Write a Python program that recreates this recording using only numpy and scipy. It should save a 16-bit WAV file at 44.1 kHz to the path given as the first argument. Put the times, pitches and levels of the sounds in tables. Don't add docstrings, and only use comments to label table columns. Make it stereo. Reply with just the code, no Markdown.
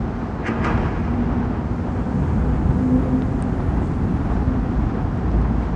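import sys
import numpy as np
from scipy import signal
from scipy.fft import rfft, irfft
from scipy.io import wavfile
from scipy.ndimage import uniform_filter1d

SR = 44100
rng = np.random.default_rng(int(sys.argv[2]) if len(sys.argv) > 2 else 0)


def file_out(sig):
    cols = np.atleast_2d(sig).T
    lim = np.clip(cols, -1, 1)
    pcm = np.round(lim * 32767).astype(np.int16)
    wavfile.write(sys.argv[1], SR, pcm)


N = 253707
TIME = np.arange(N) / SR
FREQ = np.maximum(np.arange(N // 2 + 1) * SR / N, 1)


def undb(db):
    return 10 ** (np.asarray(db) / 20)


def unit(x):
    return x / np.sqrt(np.mean(x ** 2))


def curves(table):
    seconds, *columns = np.transpose(table)
    return [np.interp(TIME, seconds, column) for column in columns]


def over_freq(points, outside=None):
    hz, value = np.transpose(points)
    return np.interp(np.log(FREQ), np.log(hz), value, outside, outside)


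def colour(x, points, tilt_db=0):
    octaves = np.log2(FREQ / 1000)
    gain = undb(over_freq(points, -np.inf) + tilt_db * octaves)
    return irfft(rfft(x) * gain, N)


def walk(rate):
    hold = int(SR / rate)
    steps = np.repeat(rng.standard_normal(N // hold + 1), hold)
    slewed = uniform_filter1d(uniform_filter1d(steps, hold), hold)
    return unit(slewed[:N])


def fading(rate):
    return (walk(rate) + 1j * walk(rate)) / np.sqrt(2)


# frequency in Hz, likeness from 0 to 1.
PORT_LIKENESS = [(50, .99), (100, .98), (180, .93), (300, .75), (420, .8), (540, .05), (700, .23),
                 (1500, .1), (3000, .05)]
# frequency in Hz, lag in seconds.
LEFT_LAG = [(200, 0.00024), (500, 0.00037), (900, 0.00014), (1700, 0.00014), (2600, 0.0002)]


def diffuse(points, tilt_db=0):
    mid, side = rfft(rng.standard_normal((2, N)))
    alike = np.clip(over_freq(PORT_LIKENESS), 0, 1)
    mid = mid * np.sqrt(1 + alike)
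    side = side * np.sqrt(1 - alike)
    left = (mid + side) * np.exp(-2j * np.pi * FREQ * over_freq(LEFT_LAG))
    ports = irfft(np.array([left, mid - side]), N)
    return unit(colour(ports, points, tilt_db))


def burst(at, rise_s, t60):
    age = TIME - at
    return np.exp(np.minimum(age, 0) / rise_s - np.log(1000) * np.maximum(age, 0) / t60)


def drone(hz, scatter, flutter_hz, apart):
    lag_s = np.interp(hz, *np.transpose(LEFT_LAG))
    phase = 2 * np.pi * (np.cumsum(hz) / SR - hz * lag_s * np.array([[1], [0]]))
    common = fading(flutter_hz)
    opposed = apart * fading(flutter_hz) * np.array([[1], [-1]])
    paths = 1 + scatter * (common + opposed)
    return unit(np.real(paths * np.exp(1j * phase)))


# time in seconds, level in dB.
TRAFFIC_FLOW = [(0, -2.5), (.35, -5), (.75, 0), (1.5, -1.5), (2.0, -1.5), (2.55, 2.5), (3.0, 0.9),
                (3.55, 0.8), (4.15, 1.5), (4.75, 1.1), (5.05, -0.5), (5.4, 0.3), (5.75, -1.5)]
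# frequency in Hz, density in dB per Hz.
RUMBLE_SPECTRUM = [(12, -40), (25, -17.5), (32, -14.5), (40, 2), (50, 4), (62, 5), (80, 1.5), (95, 3),
                   (130, -45.5)]
# frequency in Hz, density in dB per Hz.
BOOM_SPECTRUM = [(60, -7), (90, -4), (130, -2.5), (180, -3), (225, -5), (290, -8), (340, -16.5),
                 (500, -29.5)]
RUMBLE_DB, BOOM_DB = -26, -23.5


def deck_rumble():
    flow_db, = curves(TRAFFIC_FLOW)
    rumble = diffuse(RUMBLE_SPECTRUM) * undb(RUMBLE_DB + flow_db)
    boom = diffuse(BOOM_SPECTRUM) * undb(BOOM_DB + flow_db)
    return rumble + boom


# time in seconds, level in dB, 60 dB decay time in seconds, pitch in Hz.
WHEEL_THUMPS = [(0.501, -19, 0.27, 116), (.75, -21, 0.6, 90), (2.171, -16, .3, 156), (2.231, -17, .25, 115),
                (2.305, -14.5, 0.19, 99), (2.369, -22, .2, 140), (2.42, -15.5, 0.17, 52),
                (2.69, -18.5, 0.25, 114)]
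# multiple of its pitch, density in dB per Hz.
THUMP_SPECTRUM = [(.35, -35), (.65, -9), (.85, 0), (1.15, 0), (1.6, -9), (3.5, -42)]


def wheel_thumps():
    out = 0
    for at, db, t60, pitch_hz in WHEEL_THUMPS:
        spectrum = [(ratio * pitch_hz, gain_db) for ratio, gain_db in THUMP_SPECTRUM]
        out = out + diffuse(spectrum) * undb(db) * burst(at, 0.013, t60)
    return out


# frequency in Hz, density in dB per Hz.
ROAR_SPECTRUM = [(120, -17), (220, 1), (300, 3.5), (400, 2.5), (490, -0.7), (580, -2.5), (740, 1),
                 (900, -2.5), (1250, -6.5), (1600, -10.5), (2000, -16), (2800, -24.5), (3400, -29.5),
                 (6000, -58)]
TYRE_DB, TYRE_FADE_DB_PER_S = -29, 0.0069
TYRE_FLOW_SHARE = 0.05


def tyre_roar():
    flow_db, = curves(TRAFFIC_FLOW)
    roar_db = TYRE_DB + TYRE_FLOW_SHARE * flow_db - TYRE_FADE_DB_PER_S * TIME
    unsteady_db = 0.4 * walk(13)
    grain_db = 0.82 * walk(60)
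    return diffuse(ROAR_SPECTRUM) * undb(roar_db + unsteady_db + grain_db)


# time in seconds, pitch in Hz.
TRUCK_NOTE = [(0, 232), (1.05, 238), (1.35, 243.5), (1.8, 247.5), (2.5, 249), (2.9, 253.5), (3.4, 258),
              (4.0, 259), (4.4, 254), (4.7, 257), (5.75, 225)]
# time in seconds, level in dB.
TRUCK_SWELL = [(0, -44), (.95, -40), (1.22, -25.5), (1.4, -27), (1.58, -33), (2.15, -32), (2.33, -40),
               (2.46, -25), (2.68, -30), (2.84, -18.5), (2.95, -16.5), (3.0, -25), (3.08, -34),
               (3.14, -19.5), (3.22, -26), (3.4, -29), (3.85, -40), (4.2, -34), (4.52, -26), (4.9, -39),
               (5.75, -38)]
# frequency in Hz, density in dB per Hz.
TRUCK_ROAR_SPECTRUM = [(250, -19), (320, -7.5), (420, 0), (510, 1), (600, -16.5), (720, -13)]
EASE_OFF_S, BUILD_DB_PER_S, EASE_DB_PER_S, COAST_DB = 3.11, 7, 40, -18.5
OCTAVE_DB, TRUCK_ROAR_DB = -34.5, -33
TRUCK_SCATTER, TRUCK_FLUTTER_HZ = 0.33, 25.92


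def truck():
    truck_hz, = curves(TRUCK_NOTE)
    level_db, = curves(TRUCK_SWELL)
    since = TIME - EASE_OFF_S
    load_db = np.maximum(np.minimum(BUILD_DB_PER_S * since, -EASE_DB_PER_S * since), COAST_DB)
    note = drone(truck_hz, scatter=TRUCK_SCATTER, flutter_hz=TRUCK_FLUTTER_HZ, apart=0.99) * undb(level_db)
    octave = drone(2 * truck_hz, scatter=1.3, flutter_hz=34.94, apart=0.84) * undb(OCTAVE_DB + load_db)
    roar = diffuse(TRUCK_ROAR_SPECTRUM) * undb(TRUCK_ROAR_DB + load_db)
    return note + octave + roar


# time in seconds, pitch in Hz.
SECOND_NOTE = [(0, 228), (.7, 229), (1.3, 230), (2.2, 235)]
# time in seconds, level in dB.
SECOND_SWELL = [(0, -41), (.35, -35), (.52, -26), (.65, -29), (.78, -25), (.95, -42), (1.22, -24),
                (1.55, -33), (2.15, -33), (2.6, -60)]


def second_engine():
    hum_hz, = curves(SECOND_NOTE)
    hum_db, = curves(SECOND_SWELL)
    return drone(hum_hz, scatter=.2, flutter_hz=16, apart=.9) * undb(hum_db)


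# time in seconds, level in dB.
EXHAUST_SWELL = [(0, -35.5), (2.2, -42.5), (2.62, -26.5), (3.1, -47), (3.75, -44), (4.02, -32.5),
                 (4.75, -25.5), (5.1, -31.5), (5.42, -19.5), (5.75, -29)]
EXHAUST_HZ, EXHAUST_WANDER = 58.16, 0.031


def exhaust():
    exhaust_hz = EXHAUST_HZ * (1 + EXHAUST_WANDER * walk(3))
    level_db, = curves(EXHAUST_SWELL)
    return drone(exhaust_hz, scatter=0.6, flutter_hz=18, apart=0) * undb(level_db)


# time in seconds, swell in seconds, clatter level in dB, ring level in dB,
# frequency in Hz where the ring is favoured, echo level in dB, tilt in dB per octave.
JOINT_AXLES = [(0.472, 0.019, -25, -34.5, 1760, -28, -1), (0.647, 0.031, -27, -28, 1210, -24, -0.27)]
# frequency in Hz, level in dB, 60 dB decay time in seconds.
PLATE_MODES = [(668, -5, 1.2), (1130, -9, 1.1), (1206, 0, .3), (1234, -5, .9), (1255, -3, .25),
               (1568, -8, .6), (1635, -6, .6), (1740, -7, .3), (2003, -11, .6), (2420, -12, .8),
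               (2603, -15, .7), (2970, -17, .7), (3236, -22, .5)]
# frequency in Hz, density in dB per Hz.
CLATTER_SPECTRUM = [(200, -12), (500, -12), (1000, -1.5), (1350, 5.5), (1750, 12.5), (2400, 7.5),
                    (3000, -1), (3600, -11), (4700, -11.5), (7500, -17), (9000, -23.5), (11000, -57)]
# frequency in Hz, density in dB per Hz.
ECHO_SPECTRUM = [(100, -15), (230, -2.5), (380, 8), (580, 0), (900, 2), (1300, 2), (1900, -6.5),
                 (2450, -7.5), (3100, -16), (3800, -26), (5000, -29), (7500, -37.5), (10000, -49.5)]
RING_REACH_DB_PER_OCTAVE = 3.5
LESSER_MODE_SPACING_HZ, LESSER_MODE_DB = 28, 3.2
ECHO_FLICKER_DB, ECHO_SURGE_DB = 1.5, 1.2


def lesser_modes():
    lesser_hz = np.arange(0, SR / 2, LESSER_MODE_SPACING_HZ)
    heights = np.interp(FREQ, lesser_hz, rng.standard_normal(len(lesser_hz)))
    return unit(undb(LESSER_MODE_DB * heights))


def joint():
    out = 0
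    comb = lesser_modes()
    modes = [drone(np.full(N, hz), scatter=2, flutter_hz=55, apart=1) for hz, _, _ in PLATE_MODES]
    for at, swell_s, clatter_db, ring_db, ring_hz, echo_db, tilt_db in JOINT_AXLES:
        scrape = diffuse(CLATTER_SPECTRUM, tilt_db - 5) * burst(at - .004, swell_s, .2) * undb(-2.5)
        slap = diffuse(CLATTER_SPECTRUM, tilt_db + 1.2) * burst(at - .001, .005, .11) * undb(.5)
        clatter = (scrape + slap) * undb(clatter_db + 2 * walk(300))
        ring = 0
        for mode, (hz, db, t60) in zip(modes, PLATE_MODES):
            mode_db = db - RING_REACH_DB_PER_OCTAVE * abs(np.log2(hz / ring_hz))
            ring = ring + mode * undb(mode_db) * burst(at + 0.014, 0.027, t60)
        unsteady_db = ECHO_FLICKER_DB * walk(150) + ECHO_SURGE_DB * walk(25)
        echo = diffuse(ECHO_SPECTRUM, tilt_db) * burst(at + 0.028, 0.05, 2.3) * undb(echo_db + unsteady_db)
        out = out + irfft(rfft(clatter + echo) * comb, N) + ring * undb(ring_db)
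    return out


# time in seconds, peak level in dB before panning, left minus right in dB,
# low-pass cutoff in Hz, ping level in dB before panning.
CLOSE_TICKS = [(3.2213, -20, -15, 4300, -70), (3.4250, -22, -7, 8800, -27.5), (5.316, -28.5, -2, 6200, -70),
               (5.4166, -30, -11, 9500, -56), (5.5974, -35, -2, 11000, -62)]
# frequency in Hz, gain in dB.
TICK_SPECTRUM = [(200, -9.5), (900, 7.5), (2000, -7.5), (4000, -14), (6500, -16.5), (9000, -20.5),
                 (11000, -36)]
PING_HZ, PING_T60_S = 8750, .0035
TICK_RATTLE = 0.09


def ticks():
    out = 0
    for at, db, pan_db, high_hz, ping_db in CLOSE_TICKS:
        contact = TICK_RATTLE * rng.standard_normal((2, N)) * burst(at, .0001, 0.013)
        contact[:, int(at * SR)] += 1
        low_pass = signal.butter(4, min(high_hz, .45 * SR), fs=SR, output="sos")
        tick = signal.sosfilt(low_pass, colour(contact, TICK_SPECTRUM))
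        tick = tick / np.abs(tick).max() * undb(db)
        ping_envelope = burst(at - .0008, 0.00014, PING_T60_S)
        ping = np.sin(2 * np.pi * PING_HZ * (TIME - at)) * ping_envelope * undb(ping_db)
        pan = undb(np.array([[pan_db], [-pan_db]]) / 2)
        out = out + (tick + ping) * pan
    return out


# centre in seconds, time from centre to 1/e in seconds, level in dB,
# tilt in dB per octave.
CLOSE_SCUFFS = [(3.845, 0.035, -57.5, 10), (3.92, .07, -61, 6), (4.34, .035, -56, -2),
                (4.8, 0.16, -59, -3.5), (5.17, .04, -63, 5), (5.353, 0.054, -56, -8),
                (5.64, 0.067, -49, -7.5)]
# frequency in Hz, density in dB per Hz.
SCUFF_SPECTRUM = [(1000, -3), (2500, 6), (5000, 0), (8300, 0), (9500, -20), (10500, -23)]


def scuffs():
    out = 0
    for at, length, db, tilt_db in CLOSE_SCUFFS:
        bell = np.exp(-((TIME - at) / length) ** 2)
        out = out + diffuse(SCUFF_SPECTRUM, tilt_db) * undb(db) * bell
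    return out * undb(2 * walk(150))


# frequency in Hz, density in dB per Hz.
HISS_SPECTRUM = [(1500, -14.5), (3200, -1.5), (4200, 1.5), (5000, 0.5), (6000, -2.5), (7000, -5.5),
                 (8500, -9), (9500, -16), (10200, -26.5), (11300, -35.5)]
# frequency in Hz, density in dB per Hz.
SIZZLE_SPECTRUM = [(4500, -17.5), (6500, 2.5), (8000, 0.5), (9000, -2.5), (10000, -13), (11000, -23)]
# time in seconds, level in dB.
SIZZLE_SWELL = [(0, -86), (1.65, -74), (1.95, -65.5), (2.3, -62), (2.5, -64), (2.85, -61), (3.2, -63),
                (3.7, -65), (4.3, -68.5), (5.0, -81), (5.75, -72)]
HISS_DB = -58.5


def tyre_hiss():
    hiss = diffuse(HISS_SPECTRUM) * undb(HISS_DB + .4 * walk(6.5))
    sizzle_db, = curves(SIZZLE_SWELL)
    sizzle = diffuse(SIZZLE_SPECTRUM) * undb(sizzle_db + .8 * walk(9))
    return hiss + sizzle


# time in seconds, centre in Hz, level in dB.
HISS_BAND_GLIDE = [(0, 11120, -94), (1.7, 11030, -82), (2.8, 10770, -73), (3.3, 10680, -76),
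                   (3.75, 10500, -73), (4.25, 10270, -73), (4.8, 10160, -77), (5.75, 10050, -81)]
BAND_FADING_HZ, BAND_WAVER_DB = 400, 2


def hiss_band():
    centre_hz, level_db = curves(HISS_BAND_GLIDE)
    band = drone(centre_hz, scatter=10, flutter_hz=BAND_FADING_HZ, apart=1.0)
    return band * undb(level_db + BAND_WAVER_DB * walk(9))


def scene():
    traffic = deck_rumble() + wheel_thumps() + tyre_roar()
    engines = truck() + second_engine() + exhaust()
    nearby = ticks() + scuffs()
    return traffic + engines + joint() + nearby + tyre_hiss() + hiss_band()


# frequency in Hz, left minus right in dB.
PORT_BALANCE = [(100, 0), (500, 0.5), (800, 0.9), (1200, 3), (1600, 2.5), (2300, -1), (2800, 3), (3400, 5),
                (4200, 7.5), (5200, 8), (6800, 8.5), (8000, 2), (8700, -1), (10000, -0.2)]
TOP_HZ = 11200


def record(dry):
    ease = np.minimum(1, np.minimum(TIME, TIME[-1] - TIME) / .004)
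    balance_db = over_freq(PORT_BALANCE) * np.array([[.5], [-.5]])
    ports = irfft(rfft(dry * ease) * undb(balance_db), N)
    top_cut = signal.ellip(8, .2, 70, TOP_HZ, fs=SR, output="sos")
    return signal.sosfilt(top_cut, ports)


dry = scene()
out = record(dry)
file_out(out)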